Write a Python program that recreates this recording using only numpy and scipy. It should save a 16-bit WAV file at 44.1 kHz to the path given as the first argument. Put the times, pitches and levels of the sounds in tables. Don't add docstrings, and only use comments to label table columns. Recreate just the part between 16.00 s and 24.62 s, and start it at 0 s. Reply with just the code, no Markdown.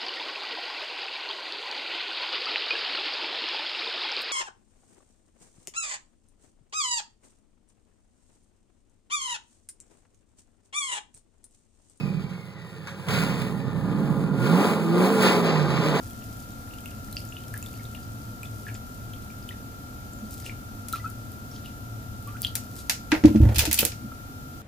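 import sys
import numpy as np
from scipy import signal
from scipy.fft import rfft, irfft, next_fast_len
from scipy.io import wavfile
from scipy.ndimage import uniform_filter1d

SR = 44100
rng = np.random.default_rng(int(sys.argv[2]) if len(sys.argv) > 2 else 0)


def invert_db(level):
    return 10 ** (np.asarray(level, dtype=float) / 20)


def inscribe(sig):
    pcm = np.round(np.clip(np.atleast_2d(sig).T, -1, 1) * 32767)
    wavfile.write(sys.argv[1], SR, pcm.astype(np.int16))


N = 380141
PADDED = next_fast_len(N)

# pitch_hz, density_db (per Hz)
RUMBLE_SPECTRUM = [(12, -44), (20, -8.5), (110, 0), (168, -10), (258, -5.5), (372, -18), (710, -19.5),
                   (1090, -29.5), (1350, -22), (1650, -32), (6900, -31.5), (8400, -35.5), (13000, -31),
                   (16500, -34)]
# pitch_hz, likeness (-1 to 1)
RUMBLE_LIKENESS = [(60, 0.88), (150, 0.88), (380, 0.6), (950, 0.16), (2380, -0.1), (5980, -0.17),
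                   (15000, 0.11)]
# centre_hz, width_hz, level_db, likeness (-1 to 1), pan_db
SHELL_RESONANCES = [(108.85, 10.7, -47.5, 0.94, 2), (214.2, 10, -55.5, 0.89, 2.5),
                    (240.6, 23.5, -61.5, 0.78, 6), (1356, 41, -70, .1, 12)]
# time_s, level_db
LOW_SWAY = [
    (0, -2),
    (1.2, 1),
    (3, 3),
    (4, -10.5),
    (4.8, 6),
    (5.8, 0.5),
    (6.5, 8.5),
    (7, -11),
    (8.62, 0),
]
# pitch_hz, left_db, right_db, left_lead_rad
WHINE_LINES = [(1384.4, -46, -51, 2.89), (1334.8, -57, -62, 1.5), (716, -61, -83, 0.58),
               (742, -67.5, -75, 1.2), (1656, -73.5, -78, 1.1)]
# low_hz, high_hz, t60_s, level_db
ECHO_BANDS = [(30, 240, 0.33, -29), (195, 1050, 0.18, -6), (1200, 3130, 0.2, -10),
              (4000, 7700, 0.24, -10.5), (9000, 16000, 0.17, -9)]

# start_s, length_s, peak_db
CAP_SLIDES = [
    (7.1, 0.1, -44),
    (7.23, .3, -43),
    (7.545, .04, -27),
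    (7.578, .075, -19),
    (7.65, .055, -27),
    (7.71, .055, -29),
    (7.768, .085, -20),
    (7.85, .07, -32),
]
# start_s, length_s, peak_db
FOOT_RUBS = [
    (7.11, .12, -33),
    (7.235, .11, -37),
    (7.34, .07, -39),
    (7.4, 0.24, -36),
    (7.6, 0.15, -36),
    (7.78, .11, -39),
]
# pitch_hz, density_db (per Hz)
RASP_SPECTRUM = [(710, -47), (1200, -29), (1800, -20), (2610, 9.5), (6790, -5), (12800, -0.5), (15300, 1),
                 (16500, -33)]
# pitch_hz, density_db (per Hz)
RUB_SPECTRUM = [(350, 0.5), (500, 4), (1000, -8), (2500, -15.5), (5000, -26.5)]

# start_s, boom_db, panel_db, bottle_db, contact_s
COUNTER_KNOCKS = [(4.222, -50, -25.5, -52, 0.0038), (7.1225, -49, -44, -5, 0.0025),
                  (7.154, -46, -37, -23, 0.0011), (7.2373, -19, -8, -10, 0.00086),
                  (7.2443, -11, -16, 5, .0025), (7.282, -39, -15, -15, 0.0026),
                  (7.3045, -32, -22, -15, 0.0015), (7.343, -16, -2.5, -39, 0.004),
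                  (7.351, -18, -15, -8, 0.00072), (7.4, -6, -22, -9.5, 0.0018), (7.425, -7, -16, -15, .002),
                  (7.446, -4.5, -13, -14, 0.0029), (7.49, -20, -19, -24, 0.0018),
                  (7.569, -17, -31, -28, 0.0016), (7.673, -23.5, -24, -17, 0.0022),
                  (7.789, -32, -29, -30.5, 0.0034), (7.851, -54, -35, -30, 0.00092),
                  (8.04, -47, -25.5, -53, 0.0017)]
# pitch_hz, level_db, t60_s
CABINET_MODES = [(45, -24, 0.099), (74, 1, 0.255), (108.3, -2.5, 0.23), (125, -21, 0.17)]
# pitch_hz, level_db, t60_s
PANEL_MODES = [(191.7, -9.5, 0.051), (216.7, -2.5, 0.18)]
# pitch_hz, level_db, t60_s
BOTTLE_MODES = [(272, -13, 0.11), (304.3, 1, 0.11), (340, -23, 0.062), (567, -19, .07), (740, -29, 0.089)]
# pitch_hz, width_hz
KNOCK_DIPS = [(158, 45), (410, 130)]

# start_s, peak_db, centre_oct (above 1 kHz), pan_db
PLASTIC_CRACKS = [(4.885, -13.5, 4.1, 4), (6.408, -29, 3.8, .3), (6.554, -9.5, 3.16, 4),
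                  (6.764, -31, 3.2, 3), (6.8965, -1.5, 2.75, -4), (7.118, -8, 1.3, 1), (7.123, -21, .9, -5),
                  (7.149, -23, .6, 8), (7.2385, -20, 1.3, 2), (7.256, -17.5, 2.37, 1.1),
                  (7.359, -28, 1.7, -1), (7.489, -27.5, 1.3, .3), (7.546, -20.5, 2.8, -3),
                  (7.559, -11, 2.64, -5), (7.5835, -5, 3.1, -3.5), (7.5915, -3.5, 2.5, -2),
                  (7.596, -10, 4.1, .3), (7.606, -9, 2.4, .3), (7.6535, -10, 2.6, 6),
                  (7.662, -15, 2.75, -3), (7.713, -6.5, 2.77, -5), (7.7295, -4, 3.5, -3),
                  (7.7425, -8, 3.3, 4), (7.7765, -13, 2.7, .3), (7.795, -12, 2.6, 0),
                  (7.806, -3.5, 3.8, -3), (7.851, -5, 3.16, -7), (7.919, -26, 2.3, 2)]
# low_hz, high_hz, t60_s
CRACK_LAYERS = [(533, 930, 0.061), (1300, 2530, 0.047), (2500, 6350, 0.037), (6800, 14560, 0.023)]
# pitch_hz, level_db, t60_s
CAP_MODES = [(969, -6, .07), (1400, -1.5, .045), (1610, -4, .07), (1943, -4, .07), (2153, -1.5, .08),
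             (2702, -9, .06)]
# start_s, level_db
CAP_KNOCKS = [
    (7.1185, -22),
    (7.15, -29),
]

# time_s, level_db
STREAM_VIGOUR = [(0, -50.5), (.7, -52.5), (1.15, -49.5), (1.76, -49), (2.0, -52.5), (2.45, -57),
                 (2.68, -50.5), (3.16, -60), (3.35, -56), (3.66, -65), (4.14, -62), (4.39, -45.5),
                 (4.64, -66), (5.04, -51), (5.23, -60), (5.9, -76), (6.4, -55), (6.88, -50)]
# start_s, length_s, peak_db, low_hz, high_hz
SPRAY_GUSHES = [
    (2.677, 0.046, -49, 1920, 2920),
    (2.746, 0.023, -44.5, 1500, 5000),
    (4.3, 0.087, -53, 4000, 10100),
    (4.436, 0.099, -47, 2200, 9000),
    (4.917, .11, -46, 1890, 5960),
    (5.519, 0.13, -54, 3030, 6530),
    (5.636, 0.095, -53.5, 2160, 4470),
    (6.272, 0.062, -56, 1970, 3200),
    (6.43, 0.035, -41.5, 2500, 5250),
    (6.765, 0.1, -47, 3480, 12000),
]
# start_s, level_db
DROP_TICKS = [(.1087, -26), (.8066, -28), (.8584, -23), (1.127, -19), (1.2024, -27), (1.252, -24),
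              (1.5399, -20), (1.577, -16.5), (1.6267, -22), (1.662, -24), (1.74, -36), (1.948, -30),
              (2.4316, -22), (3.1349, -29), (3.2464, -31), (3.49, -24), (4.3095, -23), (4.3406, -23),
              (4.4632, -23), (4.9275, -10.5), (4.959, -23), (5.101, -23), (5.3194, -26), (5.659, -28),
              (6.226, -28), (6.2751, -25), (6.419, -8), (6.448, -18), (6.469, -22), (6.7903, -26)]
# start_s, level_db, pitch_hz
TRAPPED_BUBBLES = [(.1087, -48, 3240), (.2224, -48.5, 2790), (.7093, -48, 2740), (0.736, -40.5, 2790),
                   (.786, -44, 3100), (.8584, -36.5, 2760), (0.914, -47, 2770), (1.168, -32, 2770),
                   (1.3234, -38, 2800), (1.3673, -34.5, 2880), (1.439, -48, 3150), (1.5405, -34, 1700),
                   (1.6267, -41, 2630), (1.739, -48, 2740), (1.7948, -45, 2180), (1.949, -37, 2790),
                   (2.4316, -37, 2460), (2.667, -37, 1710), (2.685, -38.5, 1690), (3.1353, -40, 3200),
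                   (3.302, -47, 2340), (3.4906, -33.5, 3060), (3.509, -41, 1930), (4.4629, -32.5, 2770),
                   (4.4955, -32.5, 2310), (4.959, -40, 2470), (5.562, -47, 3230), (5.659, -39.5, 2840),
                   (6.4306, -42, 3320), (6.448, -18.5, 3230),
                   (.52, -42, 6980), (1.128, -40, 4060), (1.168, -24.5, 4750), (1.252, -46, 5330),
                 (1.2897, -38, 7100), (1.3676, -42, 3400), (1.577, -43, 7520), (1.6267, -31.5, 6970),
                 (1.662, -38, 3530), (1.8534, -41, 3680), (2.0294, -44, 4800), (2.217, -48, 4800),
                 (2.4318, -36, 7640), (2.456, -40.5, 3510), (2.743, -33, 7250), (3.1346, -43, 3380),
                 (3.4264, -45, 4840), (3.49, -41, 3420), (4.1337, -36, 7400), (4.1874, -44, 6900),
                 (4.341, -36, 7560), (4.4244, -44, 5040), (4.4632, -47, 7200), (4.9274, -32, 4000),
                 (5.5143, -41, 5500), (5.562, -45, 4850), (6.4303, -31, 4750), (6.448, -27, 3230),
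                 (6.469, -31, 4560), (6.7903, -44, 3900)]
# start_s, peak_db, pitch_hz, rise (share of pitch), t60_s
BIG_GLUGS = [(.842, -49, 2166, .01, .2), (2.69, -42, 2150, .25, .08), (4.933, -15.5, 1333, 0.016, 0.055),
             (4.958, -28.5, 1200, .034, .044), (4.996, -40, 1960, 0.048, .061),
             (5.042, -21.5, 1300, 0.052, .09), (5.05, -46, 2550, .02, .12),
             (5.059, -24.5, 1390, 0.022, .032), (6.271, -31, 1140, .09, .13),
             (6.35, -30.5, 1300, 0.32, .052), (6.364, -42, 1500, 2.8, 0.041),
             (8.118, -29, 1300, .056, 0.031)]


def rms_one(x):
    return x / np.sqrt(np.mean(x ** 2) + 1e-20)


def in_time(rows):
    times, levels = np.transpose(rows)
    return np.interp(np.arange(N) / SR, times, levels, left=-120, right=-120)


def at_hz(points, hz):
    point_hz, values = np.transpose(points)
    return np.interp(np.log(hz), np.log(point_hz), values)


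def band(x, low_hz, high_hz):
    sections = signal.butter(2, [low_hz, min(high_hz, 0.45 * SR)], "band", fs=SR, output="sos")
    return signal.sosfilt(sections, x)


def shaped(x, gain):
    hz = np.maximum(np.fft.rfftfreq(PADDED, 1 / SR), 1)
    return irfft(rfft(x, PADDED) * gain(hz), PADDED)[..., :N]


def coloured(white, spectrum):
    return rms_one(shaped(white, lambda hz: invert_db(at_hz(spectrum, hz))))


def drift(rate_hz):
    r = np.exp(-80 * np.pi * rate_hz / SR)
    slow = signal.lfilter([1], [1, -2 * r, r * r], rng.standard_normal(N // 40 + 2002))
    slow = rms_one(slow[2000:])
    return np.interp(np.arange(N) / 40, np.arange(len(slow)), slow)


def add(out, start_s, sound):
    i = round(start_s * SR)
    room = out.shape[-1] - i
    out[..., i:i + sound.shape[-1]] += sound[..., :room]


def panned(pan_db):
    return np.array([[pan_db / 2], [-pan_db / 2]])


def pair(x, pan_db, lag):
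    left = np.roll(x, max(lag, 0))
    right = np.roll(x, max(-lag, 0))
    return np.array([left, right]) * invert_db(panned(pan_db))


def burst(low_hz, high_hz, t60, channels=1):
    t = np.arange(2500) / SR
    puff = band(rng.standard_normal((channels, 2500)) * invert_db(-60 * t / t60), low_hz, high_hz)
    return puff / np.abs(puff).max(axis=1, keepdims=True)


def click(low_hz, high_hz):
    push = band(np.eye(1, 2500)[0], low_hz, high_hz)
    return push / np.abs(push).max()


def refrigerator():
    mid, side = rng.standard_normal((2, N))
    mid = shaped(mid, lambda hz: np.sqrt(1 + at_hz(RUMBLE_LIKENESS, hz)))
    side = shaped(side, lambda hz: np.sqrt(1 - at_hz(RUMBLE_LIKENESS, hz)))
    out = invert_db(-40.5) * coloured(np.array([mid + side, mid - side]), RUMBLE_SPECTRUM)

    sway, white = invert_db(in_time(LOW_SWAY)), rng.standard_normal((2, N))
    for centre_hz, width_hz, level_db, likeness, pan_db in SHELL_RESONANCES:
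        mid, side = rms_one(band(white, centre_hz - width_hz / 2, centre_hz + width_hz / 2))
        both = np.sqrt((1 + likeness) / 2) * mid + np.sqrt((1 - likeness) / 2) * side * [[1], [-1]]
        standing = sway if centre_hz < 400 else 1
        out += invert_db(level_db + panned(pan_db)) * both * standing

    t = np.arange(N) / SR
    for line_hz, left_db, right_db, lead in WHINE_LINES:
        line = np.sin(2 * np.pi * line_hz * t + np.array([[lead], [0]]))
        out += np.sqrt(2) * invert_db([[left_db], [right_db]]) * line
    return out


def sag(snaps):
    threshold_db, share, recover_db_per_s = -24, 0.16, 10
    power = uniform_filter1d(np.mean(snaps ** 2, axis=0), size=256)
    level_db = 10 * np.log10(power.clip(1e-12))
    drop_db = share * np.clip(level_db - threshold_db, 0, None)
    climb_db = recover_db_per_s * np.arange(N) / SR
    return invert_db(climb_db - np.maximum.accumulate(drop_db + climb_db))


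def kitchen(x):
    t = np.arange(SR // 2) / SR
    echoes = np.zeros((2, len(t)))
    for low_hz, high_hz, t60, level_db in ECHO_BANDS:
        echoes += invert_db(level_db - 60 * t / t60) * band(rng.standard_normal((2, len(t))), low_hz, high_hz)
    echoes *= np.clip(t / 0.0012, 0, 1) / np.sqrt(0.0013 * SR)
    return signal.fftconvolve(x[None], echoes, axes=1)[:, :N]


def strokes(rows):
    out = np.zeros(N)
    for start_s, length_s, peak_db in rows:
        t = np.arange(int(length_s * SR)) / (length_s * SR)
        add(out, start_s, invert_db(peak_db) * np.sin(np.pi * t ** 0.55) ** 2)
    return out


def drag():
    slips = rng.standard_normal((2, N)) * invert_db(6.5 * drift(92))
    rasp = invert_db(-5.5) * strokes(CAP_SLIDES) * coloured(slips, RASP_SPECTRUM)
    rub = strokes(FOOT_RUBS) * coloured(slips[0, ::-1], RUB_SPECTRUM)
    return rasp + rub


def knocks():
    out, t = np.zeros(N), np.arange(SR // 3) / SR
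    for start_s, *levels_db, contact_s in COUNTER_KNOCKS:
        swell = (1 - np.exp(-t / contact_s)) ** 2
        for level_db, body in zip(levels_db, (CABINET_MODES, PANEL_MODES, BOTTLE_MODES)):
            for hz, mode_db, t60 in body:
                ring = invert_db(level_db + mode_db - 60 * t / t60) * np.sin(2 * np.pi * hz * t)
                add(out, start_s, -swell * ring)
    for spot_hz, width_hz in KNOCK_DIPS:
        out = signal.lfilter(*signal.iirnotch(spot_hz, spot_hz / width_hz, SR), out)
    return band(out, 29, 5000)


def cap_taps():
    out, t = np.zeros(N), np.arange(SR // 5) / SR
    ring = sum(invert_db(mode_db - 60 * t / t60) * np.sin(2 * np.pi * hz * t) for hz, mode_db, t60 in CAP_MODES)
    for start_s, tap_db in CAP_KNOCKS:
        add(out, start_s, invert_db(tap_db) * ring)
    return out


def cracks():
    fall_db_per_oct = 10.5
    near, into_room = np.zeros((2, N)), np.zeros(N)
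    for k, (low_hz, high_hz, t60) in enumerate(CRACK_LAYERS):
        push = (-1) ** k * click(low_hz, high_hz)
        puffs = burst(low_hz, high_hz, t60, channels=2 * len(PLASTIC_CRACKS))
        puffs = puffs.reshape(len(PLASTIC_CRACKS), 2, -1)
        band_octave = np.log2(np.sqrt(low_hz * high_hz) / 1000)
        for (start_s, peak_db, centre_octave, pan_db), puff in zip(PLASTIC_CRACKS, puffs):
            level_db = peak_db - fall_db_per_oct * abs(band_octave - centre_octave)
            snap = 0.9 * push + invert_db(-2.5) * puff
            add(near, start_s, snap * invert_db(level_db + panned(pan_db)))
            add(into_room, start_s, 1.71 * invert_db(level_db) * push)
    return near, into_room


def grains(per_s, spread_db):
    born = rng.random(N) < per_s * invert_db(5 * drift(15)) / SR
    strength = invert_db(spread_db * np.minimum(rng.exponential(1, N), 5))
    return born * strength * rng.choice([-1, 1], N)


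def fizz(vigour_db):
    return invert_db(vigour_db - 4) * rms_one(band(grains(1500, 5.4), 4400, 23000))


def babble(vigour_db):
    clicks, dealt = grains(200, 4.2), rng.integers(0, 6, N)
    out = np.zeros(N)
    for k, hz in enumerate(np.geomspace(1800, 4500, num=6)):
        out += band(clicks * (dealt == k) + 1e-18, hz / 1.04, hz * 1.04)
    return invert_db(-75 + 0.95 * (vigour_db + 57)) * rms_one(out)


def spray():
    out = np.zeros(N)
    for start_s, length_s, peak_db, low_hz, high_hz in SPRAY_GUSHES:
        t = np.arange(int(length_s * SR)) / (length_s * SR)
        drops = rng.standard_normal(6000) * invert_db(2.5 * rng.exponential(1, 6000))
        hiss = rms_one(band(drops, low_hz, high_hz))[:len(t)]
        add(out, start_s, invert_db(peak_db) * np.sin(np.pi * t ** 0.48) ** 2 * hiss)
    return out


def bubble(level_db, hz, rise, t60, swell):
    t = np.arange(int(t60 * SR) + 2) / SR
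    phase = 2 * np.pi * hz * (t + rise * t ** 2 / t60)
    return invert_db(level_db - 60 * t / t60) * (1 - np.exp(-t / swell)) * np.sin(phase)


def cluster(level_db, hz, luck):
    out = np.zeros(3000)
    add(out, 0, bubble(level_db + 9, hz, rise=0.016, t60=55 / hz, swell=0.00025))
    add(out, 0, invert_db(level_db - 4) * burst(hz / 1.3, hz * 1.3, 70 / hz)[0])
    for late, pitch, size in luck:
        near_hz = hz * 1.6 ** (pitch - 0.45)
        neighbour = bubble(level_db - 1 - 9 * size, near_hz, rise=0.048, t60=35 / hz, swell=0.00049)
        add(out, 0.037 * late, neighbour)
    return out


def water():
    vigour_db = in_time(STREAM_VIGOUR)
    out = spray() + fizz(vigour_db) + babble(vigour_db)
    bubbles = TRAPPED_BUBBLES
    for (start_s, level_db, hz), luck in zip(bubbles, rng.random((len(bubbles), 4, 3))):
        add(out, start_s, cluster(level_db - 4, hz, luck))
    tick = click(8500, 16500)
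    for start_s, tick_db in DROP_TICKS:
        add(out, start_s, invert_db(tick_db) * tick)
    for start_s, peak_db, hz, rise, t60 in BIG_GLUGS:
        add(out, start_s, bubble(peak_db, hz, rise, t60, swell=0.056 * t60))
    return out


def scene():
    wet, rubbing, blows = water(), drag(), knocks()
    snaps, echoing = cracks()
    snaps = snaps + cap_taps()
    near = pair(wet, 2.5, lag=-1) + snaps + rubbing + pair(blows, -0.8, lag=14)
    echoes = kitchen(0.55 * wet + echoing + 0.65 * rubbing[0] + 0.13 * blows)
    return near + echoes + sag(snaps) * refrigerator()


def band_limit(x):
    return signal.sosfilt(signal.butter(12, 16810, fs=SR, output="sos"), x)


def record(dry):
    clipped = shaped(np.clip(dry, -1, 1), lambda hz: hz < 16800)
    top = shaped(clipped, lambda hz: hz > 15530)
    opens_db = -42
    strength = uniform_filter1d(np.mean(top ** 2, axis=0), size=512) / invert_db(opens_db) ** 2
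    mix = clipped - top * np.clip(2 - 2 * strength, 0, 1)
    return band_limit(mix)


dry = scene()
out = record(dry)
inscribe(out)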